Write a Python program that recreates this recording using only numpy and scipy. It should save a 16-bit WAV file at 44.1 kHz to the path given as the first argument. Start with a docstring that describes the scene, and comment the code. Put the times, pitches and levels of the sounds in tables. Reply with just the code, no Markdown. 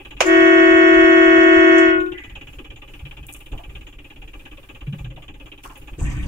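"""Two truck horns, about a whole tone apart, hold one long note, then sag as the air runs out.
Each is a stack of sine partials plus escaping air; a valve cracks a noise burst as they open.
In the cab a diesel idles: jittered knocks ring the block, rattle the panels and shake the cab.
The driver shifts about and puts it in gear: thumps, rattling fittings and soft rustles.
At the end the cab starts to rumble along the road, with creaks and a low engine drone."""
import sys
import numpy as np
from scipy import signal
from scipy.fft import rfft, irfft
from scipy.io import wavfile
from scipy.ndimage import uniform_filter1d, minimum_filter1d

SR = 44100
rng = np.random.default_rng(int(sys.argv[2]) if len(sys.argv) > 2 else 0)


def waveform_to_disk(signal):
    """Save audio, clipped to [-1, 1], as 16-bit WAV at the path in sys.argv[1]."""
    frames = np.transpose(np.atleast_2d(signal))
    scaled = np.clip(frames, -1, 1) * 32767
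    samples = np.round(scaled).astype(np.int16)
    wavfile.write(sys.argv[1], SR, samples)


N = 276507
T = np.arange(N) / SR
FREQS = np.maximum(np.arange(N // 2 + 1) * SR / N, 1)


def undb(db):
    """Decibels to gain."""
    return 10 ** (np.asarray(db) / 20)


def unit(x):
    """Scale to rms 1."""
    return x / np.sqrt(np.mean(x ** 2))


def colour(points, hz=FREQS):
    """Gain of a (Hz, dB) spectrum, joined by straight lines over log frequency."""
    f, db = np.transpose(points)
    return undb(np.interp(np.log(hz), np.log(f), db))


def shaped(x, gain):
    """Filter by a frequency response; rms 1."""
    return unit(irfft(rfft(x) * gain, N))


def noise(apart_hz=900):
    """Stereo noise, alike in the bass and drifting apart above apart_hz."""
    mid, side = rfft(rng.standard_normal((2, N)))
    side = side * FREQS / np.hypot(FREQS, apart_hz)
    return unit(irfft(np.array([mid + side, mid - side]), N))


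def walk(rate_hz):
    """Smooth random wander of spread 1."""
    return shaped(rng.standard_normal(N), 1 / (1 + (FREQS / rate_hz) ** 4))


def swell(start_s, rise_s, decay_s):
    """A straight rise followed by an exponential decay."""
    rise = np.clip((T - start_s) / rise_s, 0, 1)
    return rise * np.exp(-np.maximum(T - start_s - rise_s, 0) / decay_s)


def resonances(modes):
    """Frequency response of (Hz, width Hz, dB) modes."""
    return sum(undb(db) / (1 + 2j * (FREQS / hz - hz / FREQS) * hz / (2 * width))
               for hz, width, db in modes)


def band(hz, octaves):
    """Frequency response of a flat-topped band; the gain halves at this many octaves either side."""
    return 1 / (1 + (np.log2(FREQS / hz) / octaves) ** 4)


def ringing(push, decay_s):
    """Pushes ring a body with many close modes, the same ones for every push."""
    body = (noise() * np.exp(-T / decay_s))[:, :SR // 5]
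    return signal.fftconvolve(push[None], body)[:, :N]


SURGE_BELOW_HZ, SURGE_DB = 435, 4.5  # only the bass of the cab noise surges
# tone of the cab noise: pitch_hz, level_db (relative)
CAB_TONE = [(15, -5.5), (42, 2.5), (90, -12.5), (140, -12), (200, -24), (320, -16.5), (700, -22.5),
            (2800, -28), (4300, -36.5), (7000, -38.5), (9000, -34.5)]


def cab_noise():
    """Low cab noise: filtered noise with a surging bass and a steadier hiss above it."""
    bass = 1 / (1 + (FREQS / SURGE_BELOW_HZ) ** 4)
    low = undb(-44.0) * shaped(noise(apart_hz=600), colour(CAB_TONE) * bass) * undb(SURGE_DB * walk(15))
    hiss = shaped(noise(apart_hz=600), colour(CAB_TONE) * (1 - bass)) * undb(2.0 * walk(5.9))
    return low + undb(-59.5) * hiss


ROLL_S, ROLL_RISE_S, ROLL_DB = 5.972, .085, -24.5
LURCH_DB, LURCH_S = 5.5, 0.093  # extra level as the truck sets off, and how long it lasts
RUMBLE_DB, RUMBLE_LUMP_DB = -1, 3  # level within the roll, and random swing
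CREAK_FROM_HZ, CREAK_DB, CREAK_LUMP_DB = 535, -16, 5.5  # creaks sit above the rumble
# tone of the moving cab: pitch_hz, level_db (relative)
ROAD_TONE = [(15, -3), (50, 2), (95, -7), (136, -5), (230, -17), (300, -12), (420, -34), (1500, -27),
             (2400, -29), (4000, -50), (7500, -47), (15500, -65)]
# engine drone as it pulls: pitch_hz, level_db (within the roll)
PULL_DRONE = [(33, -7), (65, -7), (133, -5)]


def road():
    """The truck rolls: lumpy low rumble, body creaks in uneven bursts, and the engine pulling."""
    age = np.maximum(T - ROLL_S, 0)
    lurch_db = LURCH_DB * np.exp(-(age / LURCH_S) ** 4)
    roll = np.minimum(age / ROLL_RISE_S, 1) * undb(ROLL_DB + lurch_db)
    rumble_tone = colour(ROAD_TONE) / (1 + (FREQS / CREAK_FROM_HZ) ** 4)
    rumble = shaped(noise(apart_hz=440) * undb(RUMBLE_LUMP_DB * walk(36)), rumble_tone)
    # bands half an octave apart creak each on their own, then ring briefly
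    centres = CREAK_FROM_HZ * np.sqrt(2) ** np.arange(10)
    creaks = sum(colour(ROAD_TONE, hz) * np.sqrt(hz) * shaped(noise(), band(hz, 0.3))
                 * undb(CREAK_LUMP_DB * walk(13)) for hz in centres)
    creaking = unit(ringing(creaks[0], 0.01))
    drone = sum(undb(db) * np.sin(2 * np.pi * hz * T + 0.31 * walk(3.1)) for hz, db in PULL_DRONE)
    return (undb(RUMBLE_DB) * rumble + undb(CREAK_DB) * creaking + drone) * roll


# soft rustles as the driver moves:
# start_s, level_db, centre_hz, half_width_octaves, rise_s, decay_s
DRIVER_RUSTLES = [(3.263, -50, 11000, 0.66, .005, 0.16), (3.322, -39, 9000, 0.5, 0.005, 0.027),
                  (5.628, -46.5, 7800, 1, 0.0098, 0.059), (5.768, -49, 11200, .4, .007, .023),
                  (5.978, -43.5, 7300, 0.24, 0.022, 0.12)]


def rustles():
    """Soft rubbing: short bands of noise with a fine grain."""
    out = np.zeros((2, N))
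    grain = undb(4 * walk(250))
    for start, db, hz, octaves, rise, decay in DRIVER_RUSTLES:
        out += undb(db) * swell(start, rise, decay) * shaped(noise() * grain, band(hz, octaves))
    return out


RING_WIDTH = 0.07  # share of the ring frequency
CONTACT_DB = -6  # the broad knock under a rattle's ring
# loose cab fittings: start_s, level_db, ring_hz
LOOSE_FITTINGS = [(2.588, -38.5, 291), (3.527, -41, 806), (3.588, -42, 730), (5.17, -43.5, 673),
                  (5.645, -37.5, 1100), (5.697, -42, 1030), (5.981, -33.5, 313), (6.007, -41, 800),
                  (6.078, -45, 1750), (6.106, -44, 2080)]


def rattles():
    """Loose fittings knock and ring: noise bursts through one narrow mode over a broad band."""
    out = np.zeros((2, N))
    for start, db, hz in LOOSE_FITTINGS:
        response = (resonances([(hz, hz * RING_WIDTH, 0)]) + undb(CONTACT_DB)) * band(hz, 0.69)
        out += undb(db) * swell(start, 0.0072, 0.028) * shaped(noise(), response)
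    return out


BOOM_HZ, BOOM_OCTAVES, BOOM_DECAY_S = 127, 0.29, 0.071
BOOM_DB = -13.5  # relative to the thump
# the driver shifts, works the gear lever and pulls away: start_s, ring_hz, level_db, decay_s
DRIVER_THUMPS = [(2.319, 47, -29.5, 0.012), (3.023, 58, -25, 0.011), (3.203, 64.3, -31, 0.022),
                 (4.873, 141.8, -22, 0.049), (4.922, 190, -24.5, 0.013), (5.003, 48, -24, 0.043),
                 (5.037, 125, -28.5, 0.013), (6.014, 49.4, -22, 0.034)]


def thumps():
    """Dull decaying sine thumps; the cab floor answers every one with a noise boom."""
    out = np.zeros((2, N))
    boom = undb(BOOM_DB) * shaped(noise(), band(BOOM_HZ, BOOM_OCTAVES))
    for start, hz, db, decay in DRIVER_THUMPS:
        thump = swell(start, 0.0089, decay) * np.sin(2 * np.pi * hz * (T - start))
        out += undb(db) * (thump + swell(start, 0.0135, BOOM_DECAY_S) * boom)
    return out


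# cab shaking with the engine: multiple of the knock rate, level_db
SHAKE_ORDERS = [(1, -50), (2, -53), (3, -52), (5, -62), (7, -57)]


def cab_shake(count):
    """The cab shakes with the engine: wavering sines at multiples of the knock rate."""
    out = np.zeros(N)
    for k, db in SHAKE_ORDERS:
        angle = 2 * np.pi * (k * count + rng.random()) + 0.56 * walk(5.1)
        out += undb(db + 0.82 * walk(3.5)) * np.sin(angle)
    return np.sqrt(2) * out


# cab panel resonances: pitch_hz, level_db
PANEL_MODES = [(385, -63), (540, -61), (830, -58.5), (1170, -61.5), (1660, -62.5), (2050, -66.5)]


def panel_buzz(age, shake_db, scatter):
    """Panels answer each knock a little late, and each time differently."""
    jolt = age * np.exp(-(age / 0.021) ** 2) * undb(shake_db)
    out = np.zeros((2, N))
    for hz, db in PANEL_MODES:
        response = resonances([(hz, hz / 16, 0)]) * band(hz, .5)
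        out += undb(db) * shaped(noise() * jolt * undb(3 * scatter()), response)
    return out


# tone of the knock clatter: pitch_hz, level_db (relative)
CLATTER_TONE = [(400, -17), (1300, -18), (2100, -9), (2400, -2), (2900, 0), (3400, -7), (3900, -14),
                (4300, -35), (6800, -26), (8300, -39), (15000, -45)]


def clatter(age, force_db):
    """Each knock's short burst of pushes rings a dense set of modes."""
    push = rng.standard_normal(N) * np.exp(-age / .0045) * undb(force_db)
    return undb(-50) * shaped(ringing(push, .014), colour(CLATTER_TONE))


BLOCK_DB, MODE_SCATTER_DB = -46.5, 1.5  # scatter of the lowest mode; less for higher ones
COVER_HZ = 3580  # the engine cover holds back the block's ring above this
# modes of the engine block: pitch_hz, width_hz, level_db (relative)
BLOCK_MODES = [(296, 35, -3), (2380, 29, -7), (2560, 38, -3), (2750, 50, -5), (2970, 34, -6),
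               (3310, 73, -10)]


def block_ring(knock, scatter):
    """Knocks strike the modes of the block, each time differently, the low ones most."""
    cover = 1 / (1 + (FREQS / COVER_HZ) ** 16)
    lowest_hz = BLOCK_MODES[0][0]
    out = np.zeros((2, N))
    for hz, width, db in BLOCK_MODES:
        strike = undb(MODE_SCATTER_DB * (lowest_hz / hz) ** 0.21 * scatter())
        out += undb(db) * shaped(noise() * knock * strike, resonances([(hz, width, 0)]) * cover)
    return undb(BLOCK_DB) * unit(out)


IDLE_HZ, FAST_IDLE_HZ = 16.905, 17.16  # knocks per second
FAST_FROM_S, FAST_UNTIL_S = 2.2, 4.32  # for a while the idle runs faster
FIRST_KNOCK_S = -.0115  # before jitter
KNOCK_JITTER_S, KNOCK_SCATTER_DB = 0.00051, 1.4
KNOCK_RISE_S, KNOCK_DECAY_S = .0025, .024
EASE_FROM_S, EASE_DB_PER_S = 0.99, 1.16  # force of the knocks: steady, then easing off
SLOW_IDLE_SHAKE_DB = 4.5  # the panels shake harder once the idle drops again
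TICK_HZ, TICK_OCTAVES, TICK_DB = 6930, 0.12, -68.5
# knock force of each cylinder, in firing order: level_db
CYLINDER_FORCE = [4, 1.5, 3, -0.5]


def diesel():
    """Combustion knocks, uneven from cylinder to cylinder, ring the block and shake the cab."""
    rate = np.where((T > FAST_FROM_S) & (T < FAST_UNTIL_S), FAST_IDLE_HZ, IDLE_HZ)
    count = np.cumsum(rate) / SR + (KNOCK_JITTER_S * walk(9.9) - FIRST_KNOCK_S) * IDLE_HZ
    index = count.astype(int)
    age = count % 1 / rate  # seconds since the last knock
    cylinder_db = np.array(CYLINDER_FORCE)[index % len(CYLINDER_FORCE)]

    def scatter():
        """One random value for each knock."""
        return rng.standard_normal(index[-1] + 1)[index]

    ease_db = -EASE_DB_PER_S * np.maximum(T - EASE_FROM_S, 0)
    force_db = ease_db + KNOCK_SCATTER_DB * scatter() + cylinder_db
    knock = np.minimum(age / KNOCK_RISE_S, 1) * np.exp(-(age / KNOCK_DECAY_S) ** 1.5) * undb(force_db)
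    shake_db = force_db + cylinder_db / 2 + SLOW_IDLE_SHAKE_DB * (T > FAST_UNTIL_S)
    # a faint high tick with each knock
    tick_noise = noise() * np.sqrt(knock) * undb(3.3 * scatter() + 2 * walk(120))
    tick = undb(TICK_DB) * shaped(tick_noise, band(TICK_HZ, TICK_OCTAVES))
    engine = block_ring(knock, scatter) + clatter(age, force_db) + tick
    return engine + panel_buzz(age, shake_db, scatter) + cab_shake(count)


OPEN_S, CLOSE_S = .2047, 1.813  # the horn valve opens and closes
# tone of the valve crack: pitch_hz, level_db (relative)
CRACK_TONE = [(110, -44), (550, 4.5), (893, -5), (1480, -5), (1600, -8.5), (2450, -3.5), (2970, -6),
              (3900, -21.5), (6590, -13.5), (7840, -24.5), (15500, -43.5)]
# puffs of air from the horn line:
# start_s, level_db, centre_hz, half_width_octaves, rise_s, decay_s
AIR_PUFFS = [(0.253, -45.5, 10050, 0.37, 0.016, 0.025), (.255, -31, 7020, 0.1, 0.012, 0.017),
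             (1.78, -34, 6640, 0.29, 0.0025, 0.021), (2.125, -41.5, 2030, 0.37, 0.068, 0.08),
             (2.13, -39.5, 1990, 0.017, 0.026, 0.085)]


def valve():
    """The valve slams open: a noise crack with a faint tail; the line puffs as it fills and empties."""
    tail = undb(-22) * swell(0.191, 0.04, 0.15)
    burst = swell(OPEN_S, 0.0014, 0.013) + tail
    out = undb(-7.0) * burst * shaped(noise(apart_hz=1230), colour(CRACK_TONE))
    for start, db, hz, octaves, rise, decay in AIR_PUFFS:
        out += undb(db) * swell(start, rise, decay) * shaped(noise(), band(hz, octaves))
    return out


BLEED_S = 0.41  # the air line empties in this time
SAG = .024  # share of its pitch that a horn loses as the line empties
BLOOM_S = 0.12  # the upper partials come in this slowly


def line_pressure():
    """Air behind the horns, 0-1: full until the valve closes, then bleeding away."""
    return np.clip(1 - (T - CLOSE_S) / BLEED_S, 0, 1)


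def pitch(settled_hz, sharp_hz, half_settled_s):
    """A horn starts sharp, settles, and sags with the pressure."""
    held_hz = settled_hz + sharp_hz / (1 + np.maximum(T - OPEN_S, 0) / half_settled_s)
    return held_hz * (1 - SAG * (1 - line_pressure()))


def blow(delay_s, attack_s, level_power, brightness, bright_power, stall_edge):
    """Horn strength and the multiple above which partials fall away, from powers of the pressure."""
    age = np.maximum(T - OPEN_S - delay_s, 0)
    pressure = (1 - np.exp(-age / attack_s)) * line_pressure()
    edge = brightness * pressure ** bright_power * (1 - np.exp(-age / BLOOM_S))
    return pressure ** level_power, stall_edge + edge


def swing(hz, other_hz, pull, waver):
    """Phase of a diaphragm; over the shared air line each horn tugs the other at their beat rate."""
    phase = 2 * np.pi * np.cumsum(hz * (1 + waver * walk(83))) / SR
    return phase + pull * np.sin(2 * np.pi * np.cumsum(other_hz - hz) / SR)


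LEFT_LEAD = 1.6  # radians by which the left side leads for the buzz and the sum tones


def stereo_sine(angle, left_db, right_db, lead):
    """One sine on both sides, the left leading by some radians."""
    return np.array([undb(left_db) * np.sin(angle + lead), undb(right_db) * np.sin(angle)])


# sum tones: multiple of the low note, multiple of the high note, left_db, right_db
AIR_LINE_SUMS = [(1, 1, -35, -47), (2, 1, -43, -46), (3, 1, -38, -50), (2, 2, -39, -38), (1, 4, -48, -38),
                 (5, 1, -47, -36)]


def sum_tones(low_phase, high_phase, low_blow, high_blow):
    """The horns modulate each other through the shared air line; needs both blowing hard."""
    drive, edge = low_blow[0] * high_blow[0], np.minimum(low_blow[1], high_blow[1])
    out = np.zeros((2, N))
    for m, n, left_db, right_db in AIR_LINE_SUMS:
        angle = m * low_phase + n * high_phase + rng.uniform(0, 2 * np.pi)
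        size = undb(walk(27)) / np.hypot(1, ((m + n) / edge) ** 2)
        out += size * stereo_sine(angle, left_db, right_db, LEFT_LEAD)
    return np.sqrt(2) * drive * out


STALL_FLUTTER_DB = 2.25  # flutter gained by the fundamental as the air runs out
BUZZ_FLUTTER_DB = 3.2
# cab standing waves that sagging partials slide through: pitch_hz, half_width_hz, level_db
CAB_WAVES = [(645, 7, -12), (1075, 10, -8), (1452, 11, 6), (1634, 7, -5), (1815, 11, -15), (1955, 14, 4),
             (2168, 22, -8)]
# upper partials of both horns: pitch_hz, level_db (relative)
BUZZ_TONE = [(3640, -15), (3980, -21), (4620, -15), (5290, -28), (5610, -11), (6590, -14), (6940, -19),
             (7300, -11), (7600, -16), (7950, -30)]
# air rushing through the horns: pitch_hz, level_db (relative)
AIR_TONE = [(120, -27), (200, -16), (330, -2), (480, -15), (660, -15), (850, -27), (1300, -18),
            (2100, -19.5), (2750, -24), (3500, -32), (4300, -49), (5400, -52), (7200, -42), (8500, -62)]


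def horn(phase, drive, edge, partials, buzz_db, air_db, flutter_db):
    """A diaphragm chops the air into a trumpet; as pressure falls it sags and loses upper partials."""
    hz = uniform_filter1d(np.gradient(phase), size=SR // 10) * SR / (2 * np.pi)
    flutter = flutter_db + STALL_FLUTTER_DB * (1 - line_pressure()) ** 2
    out = np.zeros((2, N))
    for k, left_db, right_db, lead in partials:
        size = undb(flutter * np.sqrt(k) * walk(57)) / np.hypot(1, (k / edge) ** 3)
        # only the peaks and nulls near where the partial starts
        wave_db = sum(db / (1 + ((k * hz - f) / width) ** 4)
                      for f, width, db in CAB_WAVES if abs(k * hz[0] - f) < f / 20)
        size *= undb(wave_db)
        angle = k * phase + rng.uniform(0, 2 * np.pi)
        out += size * stereo_sine(angle, left_db, right_db, lead)
    for k in range(partials[-1][0] + 1, 27):
        level = colour(BUZZ_TONE, k * hz[0]) * undb(buzz_db + BUZZ_FLUTTER_DB * walk(47))
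        size = level / np.hypot(1, (k / edge) ** 3)
        angle = k * phase + rng.uniform(0, 2 * np.pi)
        out += size * stereo_sine(angle, 0, 0, LEFT_LEAD)
    # air escapes once a cycle
    pulsed_air = shaped(noise() * (1 + 0.49 * np.cos(phase)), colour(AIR_TONE))
    air = pulsed_air * undb(air_db) * edge / (edge + 4)
    return drive * (np.sqrt(2) * out + air)


# partials of the low horn: multiple, left_db, right_db, left_lead_radians
LOW_HORN = [(1, -13.7, -13.7, -0.4), (2, -22.3, -21.3, 0.7), (3, -41, -32, 2.0), (4, -26.5, -28, 2.8),
            (5, -34, -25, -1.8), (6, -37, -24, 3.0), (8, -38, -37, -0.9), (9, -37, -34, 2.7),
            (10, -40, -34, -2.6)]
# partials of the high horn: multiple, left_db, right_db, left_lead_radians
HIGH_HORN = [(1, -12, -24, 1.0), (2, -35, -44, -2.8), (3, -35, -27, -1.3), (4, -18, -23, 3.0),
             (5, -22.3, -17.3, -1.6), (6, -25, -28, -0.4), (7, -31, -31, -1.4), (8, -32, -46, 2.4),
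             (9, -40, -53, -1.2)]


def horns():
    """Two horns on one air line: each sounds its own partials, and together they add sum tones."""
    low_hz = pitch(settled_hz=328.8, sharp_hz=1.7, half_settled_s=.7)
    high_hz = pitch(settled_hz=367.2, sharp_hz=5.5, half_settled_s=.17)
    low_blow = blow(delay_s=0.034, attack_s=0.03, level_power=1.85,
                    brightness=95, bright_power=6.7, stall_edge=1.27)
    high_blow = blow(delay_s=0.019, attack_s=0.043, level_power=1.4,
                     brightness=58, bright_power=4.7, stall_edge=2.6)
    low_phase = swing(low_hz, high_hz, pull=.015, waver=.0011)
    high_phase = swing(high_hz, low_hz, pull=.025, waver=.0011)
    low = horn(low_phase, *low_blow, LOW_HORN, buzz_db=-43, air_db=-32, flutter_db=.25)
    high = horn(high_phase, *high_blow, HIGH_HORN, buzz_db=-53, air_db=-35, flutter_db=.25)
    return low + high + sum_tones(low_phase, high_phase, low_blow, high_blow)


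def scene():
    """Both horns over the idling truck."""
    background = cab_noise() + road()
    driver = rustles() + rattles() + thumps()
    return background + driver + diesel() + valve() + horns()


LIMITER_S, TOP_HZ = .004, 15650


def record(dry):
    """A limiter turns down peaks that would pass full scale; the top is cut."""
    size = int(LIMITER_S * SR)
    peak_gain = 1 / np.maximum(np.abs(dry).max(axis=0), 1)
    gain = uniform_filter1d(minimum_filter1d(peak_gain, size), size)
    top_cut = signal.ellip(10, .1, 90, TOP_HZ, fs=SR, output="sos")
    return signal.sosfilt(top_cut, dry * gain)


dry = scene()
out = record(dry)
waveform_to_disk(out)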